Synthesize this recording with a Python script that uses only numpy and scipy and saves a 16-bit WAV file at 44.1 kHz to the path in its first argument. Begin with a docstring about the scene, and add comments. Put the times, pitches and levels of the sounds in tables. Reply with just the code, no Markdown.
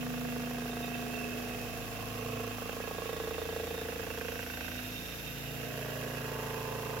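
"""In a workshop, a cup wheel spinning about 27 times a second grinds a wet glass disc, heard close by at two ports.
High spots of the glass meet the wheel once a turn: each is a short falling burst plus scraping noise, and these
ring spindle, frame, tub and disc as damped modes; the load sways those rings, and near 5 s the wheel almost lifts off.
Sines at whole orders of the spindle speed hum and sing, wavering sines squeal and ring-fed noise sings.
Shaped noise makes the coolant spray and the rumble of motor and turntable; steady sines make the drive's whine."""
import sys
import numpy as np
from scipy import signal
from scipy.fft import rfft, irfft
from scipy.io import wavfile
from scipy.ndimage import uniform_filter1d, map_coordinates

SR = 44100
rng = np.random.default_rng(int(sys.argv[2]) if len(sys.argv) > 2 else 0)


def put_to_file(sound):
    """Save the sound as 16-bit audio at rate SR, in the file named by the first command-line argument."""
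    columns = np.atleast_2d(sound).T  # one column per channel
    safe = np.clip(columns, -1, 1)
    whole_steps = np.round(safe * 32767)
    wavfile.write(sys.argv[1], SR, whole_steps.astype(np.int16))


N = 308700

# modes of the spindle: centre_hz, width_hz, gain_db
SPINDLE_MODES = [(393, 4800, -21), (447.4, 10.7, 2), (464, 8.1, 0)]


def undb(db):
    """Decibels to amplitude gain: 20 dB is a factor of ten."""
    return np.exp(np.asarray(db) * (np.log(10) / 20))


def curves(table):
    """Linear interpolation: each column of a table of rows (time_s, ..) at every sample."""
    s, *columns = np.transpose(table)
    return [np.interp(np.arange(N) / SR, s, c) for c in columns]


def level(x, db):
    """Root-mean-square normalisation: scale x to an rms of 1, then apply the gain db."""
    return x * undb(db) / np.sqrt(np.mean(x ** 2))


def follow(x, db):
    """Envelope control: scale so that the level over a few wheel turns follows a curve."""
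    power = uniform_filter1d(np.mean(x, axis=0) ** 2, size=6400)
    power = uniform_filter1d(power, size=4800)
    return x * undb(db) / np.sqrt(power + 1e-18)


def walk(rate):
    """Smoothed chance: random levels held 1 / rate s and averaged twice; spread near 1."""
    hold = int(SR / rate)
    steps = np.repeat(rng.standard_normal(N // hold + 1), hold)
    return 1.03 * uniform_filter1d(uniform_filter1d(steps, hold), hold)[:N]


def noise(alike):
    """Partial coherence: white noise at the two ports with a given correlation, as a mid and side sum."""
    mid, side = rng.standard_normal((2, N))
    alike = np.clip(alike, -1, 1)
    opposed = side * np.array([[1], [-1]])
    return (np.sqrt(1 + alike) * mid + np.sqrt(1 - alike) * opposed) / np.sqrt(2)


def bins():
    """Discrete spectrum: the frequency of every bin in Hz, at least 1."""
    return np.maximum(np.arange(N // 2 + 1) * SR / N, 1)


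def shape(points):
    """Spectral colouring: gain at every bin, in dB linear over log frequency between (hz, db) points."""
    hz, db = np.transpose(points)
    return undb(np.interp(np.log(bins()), np.log(hz), db))


def ring(x, modes, low_hz, high_hz):
    """Modal superposition: damped resonances, with second-order roll-off outside the radiating range."""
    f = bins()
    body = sum(undb(db) / (1 + 1j * (f * f - hz * hz) / (f * width)) for hz, width, db in modes)
    below, above = 1j * f / low_hz, 1j * f / high_hz
    edges = below ** 2 / (1 + below + below ** 2) / (1 + above + above ** 2)
    return irfft(rfft(x) * body * edges, N)


def sliding_ring(x, hz, width_hz=55):
    """Heterodyne resonance: shift the moving centre to 0 Hz, smooth, shift back; gain 1 at the centre."""
    carrier = np.exp(2j * np.pi * np.cumsum(hz) / SR)
    keep = np.exp(-np.pi * width_hz / SR)
    return 2 * np.real(carrier * signal.lfilter([1 - keep], [1, -keep], x / carrier))


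def during(start, end, fade_s):
    """Gating: 1 between two times, with linear fades centred on them."""
    t = np.arange(N) / SR
    return np.clip(np.minimum(t - start, end - t) / fade_s + .5, 0, 1)


def splash_guard(x, t60=0.066, wet_db=-8):
    """Reverberation: dense reflections inside the guard die away exponentially, different at each port."""
    t = np.arange(SR // 4) / SR
    tail = rng.standard_normal((2, len(t))) * undb(-60 * t / t60)
    tail /= np.sqrt(np.sum(tail ** 2, axis=1, keepdims=True))
    return x + undb(wet_db) * signal.oaconvolve(np.atleast_2d(x), tail, axes=1)[:, :N]


def hum(turn, speed, wobble_db=0.5, lag=0.32, boom_width_hz=13.4):
    """Forced vibration: unbalance and motor pull drive whole orders of the speed, lifted near a boom."""
    # steady orders: order (multiple of the speed), level_db
    steady_orders = [(2, -54), (3, -61), (4, -56.5), (5, -62), (6, -58.5), (7, -58.5), (8, -62),
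                     (10, -60.5), (11, -61), (12, -61)]
    # broad boom that lifts the nearest low orders: time_s, centre_hz, level_db
    boom_curve = [(0, 150, -42.5), (.8, 143, -48.5), (1.4, 117.4, -51), (2.35, 120, -43), (2.8, 105, -57),
                  (3.3, 80.5, -51), (4.7, 93, -51.5), (5.1, 131, -53), (5.5, 130, -44), (7, 126, -44)]
    # the ninth order, which drones on a resonance of the machine: time_s, level_db
    drone_curve = [(0, -38.5), (1.4, -43), (2, -50.5), (2.35, -43.5), (3.1, -54.5), (3.9, -53), (4.88, -47),
                   (5.12, -58.5), (5.45, -50.5), (6.1, -48), (7, -53.5)]
    centre, boom = curves(boom_curve)
    orders = [(9, undb(curves(drone_curve)[0]))]
    for order, db in steady_orders:
        nearness = np.exp(-((order * speed - centre) / boom_width_hz) ** 2)
        orders.append((order, np.sqrt(undb(db) ** 2 + nearness * undb(boom) ** 2)))
    out = 0
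    for order, size in orders:
        angle = 2 * np.pi * (order * turn + rng.random())
        # opposite phase drift in radians, as the listening place drifts through the standing waves
        spread = lag * walk(2.035) * np.array([[1], [-1]])
        out = out + np.sqrt(2) * size * undb(wobble_db * walk(12)) * np.sin(angle + spread)
    return out


def wheel_face(turn, renew=0.823):
    """Periodic roughness: it returns every turn and slowly changes as fresh glass moves under the wheel."""
    face = rng.standard_normal((16, 1600))
    row = np.arange(N) / SR * renew  # rows per second
    column = turn % 1 * face.shape[1]
    return level(map_coordinates(face, [row, column], order=1, mode="grid-wrap"), 0)


def rocking():
    """Amplitude modulation: the wheel head rocks ten times a second, so about every third turn bites harder."""
    return np.cos(2 * np.pi * 10.02 * (np.arange(N) / SR - 2.797))


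def contact(turn, speed, attack=0.58, scatter_db=0.5, slip=0.019, light_db=-9.5, full_db=-36, fresh=0.86):
    """Dispersion of bending waves: the fastest, high ones lead each falling burst; grit scrapes with pressure."""
    # high spots, each met once a turn: start_s, end_s, fade_s, wheel_angle_turns, drift_turns_per_s,
    # length_turns, first_hz, last_hz, peak_db when it appears, peak_db when ground away, rocking_swing_db
    high_spots = [(-.3, 1.3, .3, -.225, .01, .07, 1900, 1000, -36, -40, -2),
                  (-.3, 1.35, .2, -.2, 0, .24, 770, 660, -39, -39.5, -1),
                  (-.2, 1.6, .3, -.13, 0, .07, 1750, 1400, -43, -44, 0),
                  (.25, 1.65, .2, -.17, -.02, .22, 480, 430, -42, -38, 0),
                  (.3, 1.6, .3, .44, .04, .08, 1930, 1400, -42, -43, 2),
                  (.95, 2.12, .1, .15, -.02, .24, 490, 450, -42, -42, 0),
                  (.95, 1.7, .15, .52, 0, .28, 480, 440, -41, -40, 0),
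                  (1.3, 2.5, .15, -.19, 0, .36, 730, 660, -38, -39, 0),
                  (2.08, 3.5, .2, -.07, .02, .09, 1250, 1000, -41, -41, 4),
                  (2.15, 3.6, .2, .06, -.01, .1, 1200, 1020, -41, -42, 3),
                  (2.12, 2.51, .04, .24, -.7, .42, 485, 435, -37.5, -35.5, 0),
                  (2.45, 3.65, .2, -.03, 0, .12, 900, 640, -37, -39, 3),
                  (2.6, 3.12, .1, -.01, 0, .24, 540, 420, -38, -34.5, 2),
                  (2.9, 4.88, .2, .18, -.02, .14, 700, 570, -41, -42, 1.5),
                  (3.05, 4.45, .2, -.03, 0, .46, 495, 420, -36, -39.5, 1),
                  (3.0, 3.7, .2, -.03, 0, .06, 2100, 1200, -42, -40, 2),
                  (3.6, 4.75, .2, .05, 0, .09, 1150, 850, -41, -43, 2),
                  (3.68, 4.77, .12, -.04, 0, .075, 2050, 1050, -35.5, -32.5, 2),
                  (4.2, 4.88, .15, .03, 0, .09, 1650, 1450, -41, -39, 2),
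                  (4.4, 4.95, .2, .04, 0, .36, 500, 420, -44, -48, 1.5),
                  (5.42, 6.15, .2, -.08, .07, .3, 690, 610, -43, -37, 0),
                  (5.58, 6.8, .15, .51, .03, .07, 1850, 1300, -38, -40, -1),
                  (5.55, 7.3, .15, .52, .02, .32, 520, 410, -39.5, -34.5, 0),
                  (5.7, 7.3, .2, .51, .02, .1, 1100, 640, -41, -39, 0),
                  (5.7, 7.3, .2, -.22, .02, .24, 480, 430, -43, -33.5, 0),
                  (5.75, 7, .2, -.15, 0, .06, 1850, 1300, -40, -41, 0),
                  (6.05, 7.3, .3, -.14, 0, .1, 1080, 760, -36, -34, -1),
                  (6.2, 7.3, .2, .6, .04, .09, 1300, 980, -44, -42, 0),
                  (6.25, 7.3, .2, .06, 0, .09, 1120, 900, -42, -37, 0),
                  (6.15, 7.3, .2, .2, 0, .22, 660, 580, -43, -43, 0)]
    # hard knocks, where the wheel bites deeper: time_s, extra_db
    hard_knocks = [(.068, 2), (.44, 1.5), (.512, 3.5), (2.621, 3.5), (2.694, 2), (2.803, 1), (2.913, 1.5),
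                   (2.985, 0.5), (3.201, 0), (3.275, 0.5), (3.563, 4.5), (4.211, 3.5), (4.285, 2),
                   (4.393, 1.5), (4.502, 0), (4.61, 2)]
    knock_s = .0045
    t = np.arange(N) / SR
    bite_db = scatter_db * walk(27.9)
    for s, db in hard_knocks:
        bite_db = bite_db + db * np.exp(-np.minimum(((t - s) / knock_s) ** 2, 20))
    slipping = slip * walk(90)  # cycles
    rock = rocking()
    bursts, bearing = np.zeros((2, N))
    for start, end, fade_s, angle, drift, length, first_hz, last_hz, first_db, last_db, swing_db in high_spots:
        present = during(start, end, fade_s)
        on = present > 0
        past = (turn[on] - angle - drift * (t[on] - start)) % 1  # turns since the spot was met
        part = np.minimum(past / length, 1)
        db = np.interp(t[on], [start, end], [first_db, last_db]) + bite_db[on] + swing_db * rock[on]
        press = present[on] * undb(db) * np.sin(np.pi * part ** attack)
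        cycles = past / speed[on] * (first_hz + (last_hz - first_hz) * part / 2)
        bursts[on] += press * np.sin(2 * np.pi * (cycles + slipping[on]))
        bearing[on] += press ** 2
    pressure = undb(light_db) + np.sqrt(bearing) / undb(full_db)
    force = pressure * (wheel_face(turn) + fresh * noise(alike=0.44))
    return bursts, force, pressure


def bending(force, slide_db):
    """Plate bending: the disc's modes, plus one that slides as the wheel bears on a new place."""
    # bending modes of the disc: centre_hz, width_hz, gain_db
    disc_modes = [(1574, 78, -1.5), (1666, 100, -1), (1892, 68, 0.5)]
    # centre of the sliding mode: time_s, centre_hz
    slide_curve = [(0, 1670), (1.2, 1550), (2.2, 1702), (3.2, 1600), (3.8, 1720), (4.4, 1556), (4.8, 1510),
                   (5.6, 1824), (6.2, 1660), (7, 1530)]
    modes = ring(force, disc_modes, low_hz=1300, high_hz=2330)
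    return modes + undb(slide_db) * sliding_ring(modes, curves(slide_curve)[0])


def knocking(bursts, lag_s=0.00014, knock_db=-0.5, spindle_db=-4, disc_db=-13):
    """Impact excitation: bursts ring spindle and disc, reach the left port late and rattle round the guard."""
    at = np.arange(N)
    spindle = undb(spindle_db) * ring(bursts, SPINDLE_MODES, low_hz=376, high_hz=580)
    disc = undb(disc_db) * bending(bursts, slide_db=0)
    rung = bursts + spindle + disc
    ports = np.array([np.interp(at - lag_s * SR, at, rung), rung])
    return undb(knock_db) * splash_guard(ports, t60=0.1, wet_db=-13)


def grinding(force, pressure, chatter_db=-10, frame_db=-55, frame_knee_db=-7, tub_db=-57,
             disc_db=-56, disc_slope=0.15, slide_db=-1, ring_db=-51.5, ring_slope=-0.039,
             rim_db=-63, rim_slope=-0.61, crunch_db=6, grip=0.014, flutter_db=3):
    """Forced resonance: scraping rings machine, tub and glass; crushed grains keep the glass singing all round."""
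    # modes of the frame, of the tub, high rings of the glass, ring of its rim: centre_hz, width_hz, gain_db
    frame_modes = [(689, 17.6, 25), (750, 43, 6)]
    tub_modes = [(964, 20, 1), (1074, 76, 10.5), (1118, 80, 12), (1180, 88, -8)]
    glass_modes = [(2465, 30, -7), (2592, 58, 7), (2693, 38, 9), (2768, 52, 3.5), (3055, 150, -1.5)]
    rim_modes = [(3661, 58, 0)]
    # load on the wheel, all but lifting off near 5 s: time_s, load_db relative to normal
    load_curve = [(0, 1.5), (1.6, 1), (2.4, 2), (3.3, 0), (4.2, 0), (4.7, -10.5), (5.1, -14), (5.4, -10),
                  (5.75, 0), (6.4, 7.5), (7, 6)]
    # spindle chatter, before the offset chatter_db: time_s, relative_db
    chatter_curve = [(0, -37.5), (.9, -39.5), (1.45, -37), (1.8, -42), (2.08, -39.5), (2.17, -44),
                     (2.47, -40), (2.6, -42.5), (2.85, -41.5), (3.6, -32.5), (4.2, -41.5), (5.1, -44.5),
                     (5.6, -40.5), (6.5, -38), (7, -42)]
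    load, = curves(load_curve)
    # the tub grows with the load, the frame only up to a knee; the high rings are freest with the load off
    frame_level = frame_db - 10 * np.log10(1 + undb(frame_knee_db - load) ** 2)
    heard = splash_guard(force)
    crushing = pressure ** grip * noise(alike=0.1) * undb(flutter_db * walk(90))
    crushed = heard + undb(crunch_db) * crushing
    spindle = ring(heard, SPINDLE_MODES, low_hz=350, high_hz=540)
    frame = ring(heard, frame_modes, low_hz=624, high_hz=820)
    tub = ring(heard, tub_modes, low_hz=950, high_hz=1410)
    disc = bending(heard, slide_db)
    glass = ring(crushed, glass_modes, low_hz=2060, high_hz=3330)
    rim = ring(crushed, rim_modes, low_hz=3380, high_hz=4650)
    return (follow(spindle, curves(chatter_curve)[0] + chatter_db)
            + follow(frame, frame_level)
            + follow(tub, tub_db + load)
            + follow(disc, disc_db + disc_slope * load)
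            + follow(glass, ring_db + ring_slope * load)
            + follow(rim, rim_db + rim_slope * load))


def coolant(pressure, spray_db=-45.0, pulse=0.063, spatter_db=1.7):
    """Broadband droplet noise: water flung off the wheel spatters and pulses with the contact."""
    # spray colour: centre_hz, gain_db
    spray_colour = [(950, 1), (1500, 4.5), (3000, 0.5), (4300, -2.5), (5800, 0), (6700, -4.5), (7500, -1),
                    (8200, -19), (8900, -8), (10200, -3), (11400, -7), (12800, 1.5), (13400, -9),
                    (14000, 0.5), (15000, -4)]
    hiss = noise(alike=0) * pressure ** pulse * undb(spatter_db * walk(700))
    return level(irfft(rfft(hiss) * shape(spray_colour), N), spray_db)


def workshop(rumble_db=-52):
    """Diffuse low-frequency noise: motor and turntable fill the room with a slowly swelling rumble."""
    # rumble colour: centre_hz, gain_db
    rumble_colour = [(20, -33), (45, -12), (70, -7), (120, -3.5), (200, -7), (320, -12), (600, -6),
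                     (1000, -21.5), (2000, -20), (4000, -37)]
    swell = undb(.8 * walk(3))
    return level(irfft(rfft(noise(alike=0.99)) * shape(rumble_colour), N), rumble_db) * swell


def whine(waver_db=1.5):
    """Electromagnetic tones: the motor drive's switching tone and its sidebands, as sines."""
    # switching tone and sidebands: pitch_hz, gain_db relative to the main tone
    drive_tones = [(12210, 0), (11768, -19), (11780, -20), (12645, -16)]
    # level of their sum: time_s, level_db
    whine_curve = [(0, -80), (1, -87), (3.8, -69), (4.4, -54.5), (5.1, -55.5), (7, -63.5)]
    t = np.arange(N) / SR
    tones = sum(undb(db + waver_db * walk(8)) * np.sin(2 * np.pi * hz * t) for hz, db in drive_tones)
    return level(tones, curves(whine_curve)[0])


def sung_orders(turn, fade_s=0.39, wobble_db=3.0):
    """Resonant coincidence: high spindle orders that meet a resonance of frame or tub hold a clean tone."""
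    # sung orders: start_s, end_s, order (multiple of the speed), level_db
    sung_table = [(.3, 2.3, 26, -58), (5.5, 7.3, 22, -55), (6.15, 7.3, 32, -55.5), (6.2, 7.3, 37, -57)]
    out = 0
    for start, end, order, db in sung_table:
        size = np.sqrt(2) * undb(db + wobble_db * walk(8.7))
        tone = np.sin(2 * np.pi * (order * turn + rng.random()))
        out = out + during(start, end, fade_s) * size * tone
    return out


def squealing(turn, fade_share=0.38, angle=0.42, depth=0.16, swell_db=4, waver_hz=26):
    """Stick-slip friction: it locks onto a mode of the glass, in wavering squeals that pulse once a turn."""
    # squeals and brief chirps: start_s, end_s, pitch_hz, level_db
    squeal_table = [(.68, 1.8, 2566, -54), (.712, .728, 3660, -52), (.787, .805, 3680, -56),
                    (.825, .845, 3660, -52), (.825, .85, 2570, -45), (0.862, .88, 3650, -52.5),
                    (0.93, 1, 2640, -47), (1.008, 1.02, 3700, -56), (1.047, 1.056, 3680, -52),
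                    (1.156, 1.167, 3680, -52), (1.15, 1.215, 2670, -47), (1.2, 1.253, 2590, -52),
                    (.9, 1.38, 2676, -55), (.633, .647, 3680, -56), (.752, .768, 3660, -55),
                    (.942, .956, 3640, -55), (.972, .986, 3690, -55), (1.285, 1.357, 2620, -47.5),
                    (1.499, 1.527, 2660, -51), (2.55, 3.677, 1665, -55.5), (3.758, 3.838, 3680, -56),
                    (4.103, 4.135, 2660, -47.5)]
    t, out = np.arange(N) / SR, np.zeros(N)
    waver = np.cumsum(waver_hz * walk(150)) / SR  # cycles
    pulse = 1 + depth * np.cos(2 * np.pi * (turn - angle))
    pulsing = level(pulse * undb(swell_db * walk(55)), 0)
    for start, end, hz, db in squeal_table:
        present = during(start, end, fade_share * (end - start))
        on = present > 0
        out[on] += np.sqrt(2) * undb(db) * present[on] * np.sin(2 * np.pi * (hz * t[on] + waver[on]))
    return out * pulsing


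def singing(force, pressure, fade_s=0.33, grip=0.085, rub_db=1):
    """Selective resonance: force and rubbing feed single rings of glass and machine that swell and fade."""
    # rings that sing or sizzle for a while: start_s, end_s, centre_hz, width_hz, level_db
    singing_rings = [(1.902, 3.296, 1080, 120, -55.5), (2.12, 2.55, 2640, 130, -54.5),
                     (2.9, 3.95, 3570, 160, -57.5), (4.077, 5.33, 5600, 680, -60),
                     (4.132, 4.965, 2700, 200, -54), (5.3, 6.396, 2810, 43, -56), (5.6, 6.6, 1645, 49, -59)]
    out = 0
    feed = force + undb(rub_db) * pressure ** grip * noise(alike=0.17)
    for start, end, hz, width, db in singing_rings:
        nearby = signal.lfilter(*signal.iirpeak(hz, 2, fs=SR), feed)
        rung = signal.lfilter(*signal.iirpeak(hz, hz / width, fs=SR), nearby)
        out = out + during(start, end, fade_s) * follow(rung, db)
    return out


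def scene():
    """Superposition: all sources add, and the spindle's angle times the hum, contact and squeals."""
    # spindle speed: time_s, speed_turns_per_s
    spin_curve = [(0, 27.335), (.3, 27.058), (1.5, 27.02), (1.9, 27.156), (2.5, 27.173), (2.9, 27.573),
                  (3.4, 27.698), (4.8, 27.679), (5.45, 28.097), (6.05, 27.797), (6.5, 27.698), (7, 27.912)]
    speed, = curves(spin_curve)
    turn = np.cumsum(speed) / SR
    bursts, force, pressure = contact(turn, speed)
    glass = knocking(bursts) + grinding(force, pressure) + singing(force, pressure) + squealing(turn)
    machine = hum(turn, speed) + sung_orders(turn) + whine() + workshop()
    return machine + glass + coolant(pressure)


def record(dry):
    """Port directivity: the right port favours the middle range, the left the top; a low-pass cuts the treble."""
    # left minus right port: centre_hz, difference_db
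    port_difference = [(100, -1.5), (250, -1.5), (450, -3), (750, -1), (1100, -5), (1600, -12.5),
                       (2200, -10.5), (2650, -11.5), (3100, -8), (3800, -8.5), (4500, -2), (6000, -1.5),
                       (7500, 13), (10000, 6), (13500, 10), (15500, 5)]
    top_hz = 15800
    ratio = shape(port_difference)
    ports = np.array([ratio, np.ones_like(ratio)]) * np.sqrt(2 / (1 + ratio ** 2))  # total power kept
    heard = irfft(rfft(dry) * ports, N)
    return signal.sosfilt(signal.ellip(12, .1, 80, top_hz, fs=SR, output="sos"), heard)


dry = scene()
out = record(dry)
put_to_file(out)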